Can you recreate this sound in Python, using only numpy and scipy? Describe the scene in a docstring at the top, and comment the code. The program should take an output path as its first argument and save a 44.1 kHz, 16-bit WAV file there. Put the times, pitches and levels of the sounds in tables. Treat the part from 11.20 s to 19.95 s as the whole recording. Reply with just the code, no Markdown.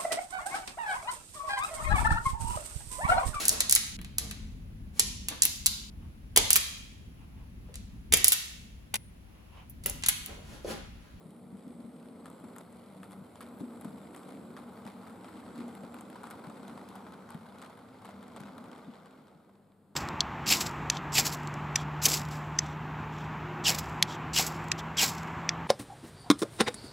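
"""A small electric model train rolls over points and rail joints, close to a camera microphone in a quiet room.
Rolling noise and blows drive damped baseboard modes, which boom; filtered noise, roughened by small
knocks and ringing parts, makes the rush and hiss of the wheels. Joints click as short noise bursts with
a brief note, narrow noise bands waver in the treble. At the end the scene crossfades into another
scene's quiet floor with a faint mains hum."""
import sys
import numpy as np
from scipy import signal
from scipy.fft import rfft, irfft, next_fast_len
from scipy.io import wavfile
from scipy.ndimage import uniform_filter1d

SR = 44100
rng = np.random.default_rng(int(sys.argv[2]) if len(sys.argv) > 2 else 0)


def wav_out(sig):
    """Save sig, one row per channel (or a flat mono array), as 16-bit PCM at SR to the path in sys.argv[1]."""
    wavfile.write(sys.argv[1], SR, np.round(np.clip(np.atleast_2d(sig).T, -1, 1) * 32767).astype(np.int16))


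N = 385991

# Baseboard modes. Each row: frequency in Hz, relative level in dB, t60 in s under steady drive.
BOARD_MODES = [(74.5, -26, 0.46), (83.7, -14, 0.33), (110.3, -8.5, 0.22), (139, -38, 0.23),
               (162.8, -2.5, 0.25), (185.9, -2.5, 0.34), (197.3, -1, 0.44), (222.2, -6.5, 0.4),
               (235.7, -2, 0.59), (259.6, -1.5, 0.47), (289.2, -8.5, 0.56), (309.5, 1, 0.088),
               (363.7, -3.5, 0.76), (381.6, -4.5, 0.59), (460.6, -1, 0.36)]


def undb(db):
    """Decibels to gain."""
    return 10 ** (np.asarray(db, float) / 20)


def unit(x):
    """Scale to rms 1 over all channels."""
    return x / np.sqrt(np.mean(x ** 2))


def colour(x, table, share=1):
    """Filter by share of a (Hz, dB) table, joined by lines on a log frequency axis."""
    size = next_fast_len(N)
    hz, db = np.transpose(table)
    f = np.maximum(np.arange(size // 2 + 1) * SR / size, 1)
    gain = undb(share * np.interp(np.log(f), np.log(hz), db))
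    return irfft(rfft(x, size) * gain, size)[..., :N]


def noise():
    """White noise for mid and an unrelated side."""
    return rng.standard_normal((2, N))


def walk(rate_hz):
    """Random levels held 1 / rate_hz and smoothed twice; spread near 1."""
    k = int(SR / rate_hz)
    steps = np.repeat(rng.standard_normal(N // k + 1), k)
    return 1.3 * uniform_filter1d(uniform_filter1d(steps, k), k)[:N]


def curve(t, table):
    """Columns of a table joined by straight lines in time."""
    s, *columns = np.transpose(table)
    return [np.interp(t, s, c) for c in columns]


def add(out, s, x):
    """Mix a short sound in at time s."""
    i = int(s * SR)
    out[:, i:i + x.shape[1]] += x[:, :N - i]


def mode(x, hz, t60_s):
    """One damped resonance; an impulse of 1 rings at amplitude 1."""
    pole = np.exp(2j * np.pi * hz / SR - np.log(1000) / (t60_s * SR))
    return signal.lfilter([1], [1, -pole], x).imag


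def narrow(hz, width_hz):
    """Noise in one steep resonance whose centre may move: slow complex noise shifted up to hz."""
    pole = np.exp(-1.5 * np.pi * width_hz / SR)
    two_stages = [[1, 0, 0, 1, -2 * pole, pole ** 2]] * 2
    slow = signal.sosfilt(two_stages, noise() + 1j * noise())
    carrier = np.exp(2j * np.pi * np.cumsum(hz * np.ones(N)) / SR)
    return unit((slow * carrier).real)


def favour(hz, centre_hz):
    """Modes near the centre are driven hardest from a given place on the board."""
    spread_oct = 0.35
    return 0.4 + np.exp(-(np.log2(hz / centre_hz) / spread_oct) ** 2)


def board_boom(t, boom_db, centre_hz):
    """Rough rolling drives the baseboard modes; the deepest have a level of their own."""
    deep_below_hz = 125
    # Each row: time in s, level of the deepest modes in dB.
    deep_levels = [(0.0, -67), (0.29, -75), (0.51, -78), (2.33, -68), (3.17, -87), (4.3, -62), (4.78, -75),
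                   (5.25, -67.5), (5.4, -69.5), (6.54, -71), (7.39, -65), (7.6, -79)]
    boom, deep = np.zeros((2, 2, N))
    for hz, db, t60_s in BOARD_MODES:
        ringing = undb(db + 1.9 * walk(5)) * unit(mode(noise(), hz, t60_s))
        if hz < deep_below_hz:
            deep += ringing
        else:
            boom += ringing * favour(hz, centre_hz)
    deep_db, = curve(t, deep_levels)
    return undb(boom_db) * unit(boom) + undb(deep_db) * unit(deep)


def rattle():
    """Gain that swells and dies within a few ms at random small knocks of couplings and axles."""
    knocks_per_s, least_db, scatter_db, swell_ms = 110, -3, 2.5, .9
    when, size = rng.random((int(knocks_per_s * N / SR), 2)).T
    hits = np.zeros(N)
    hits[(when * N).astype(int)] = undb(least_db + scatter_db * -np.log(1 - .98 * size))
    t = np.arange(SR // 50) / (SR * swell_ms / 1000)
    return signal.oaconvolve(hits, np.e * t * np.exp(-t))[:N]  # a lone swell peaks at its hit's size


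def pings():
    """Loose small parts ring for a moment, each at its own pitch and place."""
    pings_per_s, t60_s, low_hz, high_hz, level_db = 420, .018, 500, 5200, -17
    out, t = np.zeros((2, N)), np.arange(SR // 40) / SR
    envelope = np.exp(-np.log(1000) * t / t60_s) * np.minimum(t * 1000, 1)
    for when, pitch, size, side in rng.random((int(pings_per_s * N / SR), 4)):
        hz = low_hz * (high_hz / low_hz) ** pitch
        ring = np.sin(2 * np.pi * hz * t) * envelope
        strength = -np.log(1 - .98 * size) * np.sqrt(hz)
        add(out, when * N / SR, strength * ring * np.array([[1], [2 * side - 1]]))
    return undb(level_db) * unit(out)


def unrest(clicks):
    """The stock rattles on for a while after a joint: smoothed click power as a gain, 1 when calm."""
    decay_ms, share = 10.8, 0.26
    keep = np.exp(-1000 / (decay_ms * SR))
    power = signal.lfilter([1], [1, -keep], clicks[0] ** 2)
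    return 1 + share * np.sqrt(power / power.mean())


def bogies(db, shake, parts):
    """Bogie frames: the lower rolling noise, lightly roughened."""
    # Each row: frequency in Hz, relative density in dB per Hz.
    spectrum = [(250, -23.5), (340, -0.5), (460, 7), (680, 3), (850, -3), (1300, -6), (2000, -31.5)]
    rough = noise() * (1 + .3 * shake) + parts / 2
    return undb(db + .6 * walk(14)) * unit(colour(rough, spectrum))


def coaches(db, shaken, shake, parts):
    """Hollow coach bodies turn rolling noise into a rush."""
    # Each row: frequency in Hz, relative density in dB per Hz.
    spectrum = [(400, -26), (650, -8.5), (810, -1.5), (1010, -4), (1360, -4), (1550, -7.5), (1750, -18),
                (2600, -38)]
    rough = shaken * noise() * (1 + .4 * shake) + parts
    return undb(db + .8 * walk(8)) * unit(colour(rough, spectrum))


def treads(db, shaken, shake, parts):
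    """Wheel treads grit on the rail, strongly roughened by the knocks."""
    # Each row: frequency in Hz, relative density in dB per Hz.
    spectrum = [(940, -40), (1600, -29), (1730, -8), (2110, -2.5), (2730, -10.5), (3440, -7.5),
                (4220, -8.5), (6200, -20), (8060, -18.5), (13600, -120)]
    rough = shaken * noise() * (1 + .8 * shake) + parts
    return undb(db + .8 * walk(9)) * unit(colour(rough, spectrum))


def rail_hiss(t, shaken, shake):
    """Metal on metal hisses with slow swells and sinks as the locomotive leaves."""
    start_db, swell_db, loco_leaves_s, sink_db_per_s = -69.5, .8, 4, 2
    # Each row: frequency in Hz, relative density in dB per Hz.
    spectrum = [(3410, -93), (5800, -47), (6460, -29), (7400, -12), (7650, 0), (8590, 13.5), (10600, 12),
                (14200, -5), (14700, -19), (15600, -65)]
    db = start_db + swell_db * walk(5.03) - sink_db_per_s * np.maximum(t - loco_leaves_s, 0)
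    rough = shaken * noise() * (1 + .85 * shake)
    return undb(db + .8 * walk(9)) * unit(colour(rough, spectrum))


def treble_bands(t, scuff_db):
    """Thin rail tone, wheel rims, flange scuff and top hiss: noise bands wavering in pitch and level."""
    rim_start_db, rim_leaves_s, rim_sink_db_per_s = -79.5, 6.2, 9
    # Rail tone, rims, scuff, top hiss. Each row: mean centre in Hz, width in Hz.
    bands = [(7620, 130), (10600, 500), (5700, 1300), (13000, 2600)]
    # Each row: time in s, mean level of the rail tone in dB.
    rail_levels = [(0.0, -84), (0.98, -85), (1.16, -73), (1.57, -84), (2.4, -77), (3.09, -75), (3.78, -78),
                   (4.31, -71), (4.6, -73), (5.1, -81), (5.4, -95)]
    # Each row: time in s, mean level of the hiss near 13 kHz in dB.
    top_levels = [(0, -91), (1.5, -84), (2.6, -77), (3.4, -77), (5, -88)]
    rim_db = rim_start_db - rim_sink_db_per_s * np.maximum(t - rim_leaves_s, 0)
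    levels_db = curve(t, rail_levels)[0], rim_db, scuff_db, curve(t, top_levels)[0]
    out = np.zeros((2, N))
    for db, (hz, width_hz) in zip(levels_db, bands):
        gain = undb(db + 2 * walk(25) + 1.5 * walk(4))
        out += gain * narrow(hz + .25 * width_hz * walk(3), width_hz)
    return out


def sizzle(t):
    """A band of noise near 8 kHz, wavering in pitch and level."""
    centre_hz, waver_hz, width_hz = 8000, 120, 600
    # Each row: time in s, mean level in dB.
    levels = [(0, -90), (.3, -86), (.4, -74), (.68, -74), (.8, -77), (1.07, -73), (1.9, -87), (2.5, -74),
              (3.06, -72), (3.66, -83), (4.2, -69.5), (4.7, -80), (5.3, -73), (5.9, -78), (6.5, -95)]
    db, = curve(t, levels)
    return undb(db + 2 * walk(25)) * narrow(centre_hz + waver_hz * walk(3), width_hz)


def room(t):
    """Steady room and microphone noise; the scene that is crossfaded in at the end adds its mains hum."""
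    level_db, crossfade_s = -65, (7.6, 8.6)
    # Each row: frequency in Hz, relative density in dB per Hz.
    spectrum = [(20, -32.5), (55, -17), (85, -15), (119, -10.5), (202, -2.5), (260, -6.5), (453, -10),
                (1200, -20), (2280, -35), (4500, -37.5), (6040, -49), (7900, -36.5), (13500, -42),
                (15600, -47)]
    # Mains multiples in the last scene. Each row: frequency in Hz, rms level in dB after the crossfade.
    hum_tones = [(100, -74.5), (150.7, -72.5), (199.2, -68.5), (446.8, -78.5)]
    hum = np.zeros(N)
    for hz, db in hum_tones:
        hum += np.sqrt(2) * undb(db) * np.sin(2 * np.pi * (hz * t + rng.random()))
    return undb(level_db) * unit(colour(noise(), spectrum)) + hum * np.interp(t, crossfade_s, (0, 1))


def thud(db, centre_hz):
    """A blow sets the modes ringing nearly in step; it swells for a cycle and dies faster than the boom."""
    t = np.arange(SR // 5) / SR
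    hz, mode_db, t60_s = np.array(BOARD_MODES).T[:, :, None]
    phase = 2.2 * rng.random((2, len(BOARD_MODES), 1))
    decay = np.exp(-np.log(1000) * t / (0.29 * t60_s))
    strength = undb(mode_db) * favour(hz, centre_hz) ** 2
    rings = strength * decay * np.sin(2 * np.pi * hz * t + phase)
    x = (1 - np.exp(-(t / 0.0048) ** 2)) * rings.sum(axis=1)
    return undb(db) * x / np.abs(x[0]).max()


def thuds():
    """Wheels dropping into gaps, felt through the board."""
    # Each row: start in s, peak level in dB, favoured frequency in Hz.
    blows = [(0.056, -45.5, 189), (0.325, -39.5, 215), (0.465, -39, 232), (0.549, -43, 208),
             (0.591, -42.5, 232), (0.642, -42, 235), (1.236, -38.5, 235), (2.407, -31.5, 248),
             (2.651, -31.5, 220), (3.655, -39.5, 187), (4.382, -36, 270), (4.401, -37, 278),
             (4.634, -37, 222), (5.271, -38, 178), (6.147, -35.5, 174), (7.209, -37, 174),
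             (7.679, -38, 217), (8.153, -51, 190)]
    out = np.zeros((2, N))
    for s, db, hz in blows:
        add(out, s, thud(db, hz))
    return out


def burst(hz, width, decay_ms, echo_db, echo_ms, pitched):
    """A hard contact and a crack of noise round hz, with a fainter, longer echo and a short note."""
    rise_ms, contact_ms, contact_strength, peak = .55, .5, 1.76, 1.12
    ms = np.arange(SR // 16) / SR * 1000
    rise = 1 - np.exp(-(ms / rise_ms) ** 2)
    push = rng.standard_normal((2, len(ms)))
    push *= rise * (np.exp(-ms / decay_ms) + undb(echo_db) * np.exp(-ms / echo_ms))
    push[:, int(contact_ms * SR / 1000)] += contact_strength * np.sqrt(SR / hz)
    edges_hz = np.clip([hz / (1 + width), hz * (1 + width)], 50, .45 * SR)
    crack = signal.sosfilt(signal.butter(3, edges_hz, "band", fs=SR, output="sos"), push)
    note = mode(push, hz, np.log(1000) * decay_ms / 1000)
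    both = crack / np.abs(crack[0]).max() + pitched * note / np.abs(note[0]).max()
    return peak * both / np.abs(both[0]).max()


def click(ring_db, knock_db, tick_db, ring_hz, knock_hz, tick_hz):
    """Plastic body knocks, wheel rings briefly, metal edge ticks."""
    # width as share of pitch, decay in ms, echo in dB, echo decay in ms, share of clear note
    knock = burst(knock_hz, .35, 3.2, -12, 12, .5)
    ring = burst(ring_hz, .7, 1.6, -16, 8, .35)
    tick = burst(tick_hz, .33, 1.3, -19, 7, .45)
    return undb(knock_db) * knock + undb(ring_db) * ring + undb(tick_db) * tick


def joints():
    """Distinct clicks of wheels at joints and points; the edge ticks at a random pitch each time."""
    tick_low_hz, tick_high_hz = 7600, 10400
    # Each row: start in s, relative levels of ring, body knock and tick in dB, ring in Hz, knock in Hz.
    clicks = [(0.1054, -54, -68, -53, 3540, 780), (0.37, -53, -58, -55, 1990, 690),
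              (0.479, -53, -55, -54, 3560, 690), (0.827, -50, -56, -56, 2930, 1430),
              (1.057, -39, -36, -42, 2420, 1380), (1.1005, -51, -46, -43, 4170, 1020),
              (1.1992, -54, -50, -52, 2100, 790), (1.2398, -53, -48, -51, 1850, 1370),
              (1.362, -50, -40, -41, 2520, 1370), (1.383, -46, -42, -39, 2260, 1020),
              (1.526, -58, -55, -47, 1850, 690), (1.8315, -39, -38, -43, 1970, 1370),
              (1.909, -48, -48, -46, 2390, 1030), (1.919, -49, -46, -42, 4180, 1080),
              (1.9267, -46, -50, -54, 3460, 760), (2.156, -44, -44, -47, 3510, 990),
              (2.2065, -40, -37, -41, 2850, 1400), (2.212, -42, -47, -38, 2290, 1350),
              (2.225, -45, -46, -49, 2140, 1090), (2.2865, -51, -48, -48, 4490, 1060),
              (2.3867, -55, -62, -50, 3320, 1360), (2.4014, -47, -47, -47, 2210, 740),
              (2.4096, -47, -50, -49, 4380, 690), (2.6104, -49, -47, -41, 4120, 840),
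              (2.646, -48, -38, -40, 3150, 980), (2.6526, -48, -43, -49, 3590, 690),
              (2.9445, -46, -44, -54, 1900, 1050), (2.9475, -37, -48, -44, 2010, 1110),
              (2.9624, -46, -41, -41, 3130, 1010), (3.032, -46, -47, -54, 3450, 930),
              (3.089, -49, -42, -47, 3380, 560), (3.366, -42, -38, -49, 3270, 1350),
              (3.3729, -41, -38, -51, 3760, 1130), (3.652, -42, -59, -48, 3050, 690),
              (3.665, -40, -36, -47, 3490, 900), (3.868, -46, -46, -58, 2140, 1000),
              (4.044, -42, -43, -56, 3320, 740), (4.089, -50, -44, -53, 2020, 1370),
              (4.172, -44, -48, -57, 2310, 1170), (4.358, -47, -45, -48, 4490, 1060),
              (4.379, -44, -49, -46, 3750, 1010), (4.401, -45, -43, -51, 2070, 1400),
              (4.48, -48, -41, -44, 4110, 560), (4.551, -40, -58, -46, 2290, 1060),
              (4.6325, -57, -46, -51, 2960, 760), (4.635, -52, -41, -58, 2400, 450),
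              (4.7425, -36, -35, -44, 1850, 1010), (4.766, -44, -44, -55, 2090, 740),
              (4.786, -43, -46, -48, 2970, 1130), (4.809, -44, -42, -37, 1880, 760),
              (4.9003, -42, -54, -45, 2060, 790), (4.956, -43, -38, -52, 2000, 1070),
              (5.033, -44, -35, -43, 1850, 1150), (5.0391, -46, -40, -55, 3520, 950),
              (5.0705, -40, -41, -43, 3910, 1380), (5.102, -46, -39, -39, 4400, 1120),
              (5.1085, -39, -37, -37, 3400, 1410), (5.239, -46, -40, -55, 2560, 1120),
              (5.298, -45, -47, -48, 2030, 1230), (5.369, -45, -47, -60, 1990, 810),
              (5.43, -45, -43, -54, 4270, 790), (5.48, -40, -39, -43, 4260, 720),
              (5.5755, -42, -43, -54, 2030, 810), (5.688, -40, -52, -45, 3620, 1360),
              (5.7545, -43, -40, -44, 3450, 960), (5.7605, -52, -41, -53, 3850, 760),
              (5.8663, -49, -43, -62, 2060, 1270), (5.922, -47, -42, -53, 4230, 940),
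              (6.09, -43, -46, -54, 3280, 1310), (6.104, -44, -38, -39, 3050, 1090),
              (6.1447, -41, -44, -49, 2110, 1440), (6.2564, -55, -43, -62, 1820, 830),
              (6.3845, -45, -53, -49, 4060, 860), (6.4167, -42, -45, -41, 2980, 1080),
              (6.4233, -40, -38, -43, 3770, 1390), (6.4356, -48, -41, -58, 3640, 1310),
              (6.4494, -43, -44, -51, 3230, 1210), (6.4599, -45, -43, -58, 2380, 1030),
              (6.4975, -50, -43, -58, 4220, 790), (6.575, -48, -47, -52, 1890, 810),
              (6.8195, -49, -46, -56, 3420, 800), (6.8475, -45, -39, -48, 1850, 870),
              (6.8528, -41, -41, -45, 1850, 860), (6.889, -44, -38, -51, 2110, 780),
              (7.027, -49, -44, -51, 2010, 1370), (7.08, -50, -52, -48, 3340, 760),
              (7.1624, -40, -37, -42, 3560, 870), (7.1995, -46, -42, -54, 2280, 810),
              (7.2037, -42, -42, -45, 3790, 1210), (7.214, -48, -57, -53, 4240, 1270),
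              (7.255, -47, -46, -56, 3900, 800), (7.281, -49, -43, -60, 2270, 1380),
              (7.38, -45, -47, -46, 2350, 1120), (7.441, -43, -40, -50, 2140, 1210),
              (7.515, -42, -49, -50, 3280, 940), (7.5494, -48, -47, -56, 2030, 850),
              (7.5794, -50, -47, -54, 3600, 820), (7.737, -44, -45, -58, 2060, 1070),
              (7.858, -45, -46, -52, 2990, 1340), (7.9089, -49, -52, -56, 2600, 1040),
              (8.07, -52, -54, -63, 3200, 1360), (8.082, -53, -56, -62, 3750, 1030),
              (8.292, -62, -54, -70, 2020, 830), (8.354, -56, -61, -65, 2600, 990),
              (8.5195, -57, -64, -69, 2400, 1200)]
    out = np.zeros((2, N))
    for s, *sound in clicks:
        add(out, s, click(*sound, rng.uniform(tick_low_hz, tick_high_hz)))
    return out * [[1], [0.55]]  # a click comes from one spot, so less of it lies in the side


def train(t):
    """Bogies, treads and flanges follow the coach level; the crossfade takes the rolling out at the end."""
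    crossfade_s, silent_s, bend = 7.6, 8.65, 1.32
    full_coach_db, mean_boom_db = -55, -46.5
    # Load on the baseboard. Each row: time in s, boom level in dB, favoured frequency in Hz.
    board_load = [(0.0, -53.5, 192), (0.36, -51, 213), (0.95, -51.5, 232), (1.29, -49, 222),
                  (1.67, -54.5, 217), (2.03, -49.5, 212), (2.07, -54, 252), (2.39, -49.5, 250),
                  (2.58, -47.5, 255), (2.67, -46, 230), (2.94, -49.5, 257), (3.12, -49, 234),
                  (3.25, -47, 239), (3.4, -49.5, 237), (3.6, -49, 224), (4.15, -51.5, 250),
                  (4.44, -48.5, 263), (4.89, -49.5, 234), (5.5, -49, 234), (6.67, -56.5, 227),
                  (7.32, -49, 225), (7.37, -50, 249), (7.6, -53, 220)]
    # Nearness of the coaches. Each row: time in s, mean rush level in dB.
    nearness = [(0.0, -65), (0.21, -67), (1.37, -57.5), (1.67, -60.5), (3.51, -54.5), (3.92, -54),
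                (4.85, -53.5), (5.35, -53), (5.65, -51.5), (6.71, -56), (7.26, -53), (7.6, -54.5)]
    boom_db, centre_hz = curve(t, board_load)
    coach_db, = curve(t, nearness)
    rise_db = coach_db - full_coach_db
    bogie_db = -52.5 + 0.25 * rise_db + 0.55 * (boom_db - mean_boom_db)
    tread_db = -61 + 0.48 * rise_db
    scuff_db = -85 + 3.1 * rise_db

    clicks = joints()
    shaken = unrest(clicks)
    shake, parts = rattle() * shaken, pings()
    rolling = board_boom(t, boom_db, centre_hz)
    rolling += bogies(bogie_db, shake, parts)
    rolling += coaches(coach_db, shaken, shake, parts)
    rolling += treads(tread_db, shaken, shake, parts)
    rolling += rail_hiss(t, shaken, shake)
    rolling += treble_bands(t, scuff_db) + sizzle(t)
    fade_out = np.clip((silent_s - t) / (silent_s - crossfade_s), 0, 1) ** bend
    return fade_out * rolling + thuds() + clicks


def scene():
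    """Sources in mid and side, spread by the width, lean and delay of the microphone pair."""
    left_leads_us = 18  # the train is a little nearer the left port
    # Bass cut, top fall and a dip of the camera body. Each row: frequency in Hz, gain in dB.
    mic = [(40, -48), (80, 2.5), (4500, -7), (6000, -8.5), (7500, -4.5), (13000, -4), (15600, -9)]
    # Stereo width. Each row: frequency in Hz, gain of the side in dB.
    width = [(30, 13), (60, -29), (110, -16), (200, -19.5), (380, -12), (700, -8.5), (1290, -7.5),
             (2380, -7.5), (4400, -6), (8120, -6.5), (15000, 0.5)]
    # Channel balance. Each row: frequency in Hz, left minus right gain in dB.
    lean = [(40, -5), (130, 2.5), (500, -1.5), (1200, 0.9), (8000, 1.1), (13000, -1)]
    t = np.arange(N) / SR
    mid, side = colour(train(t), mic) + room(t)
    # half the lead as slope times time, opposite in sign for the two channels
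    side = colour(side, width) + np.gradient(mid) * left_leads_us * 1e-6 * SR / 2
    return np.array([colour(mid + side, lean, 1 / 2), colour(mid - side, lean, -1 / 2)])


def record(dry):
    """The recorder cuts the top steeply."""
    top_hz = 15570
    return signal.sosfilt(signal.ellip(10, .2, 80, top_hz, fs=SR, output="sos"), dry)


dry = scene()
out = record(dry)
wav_out(out)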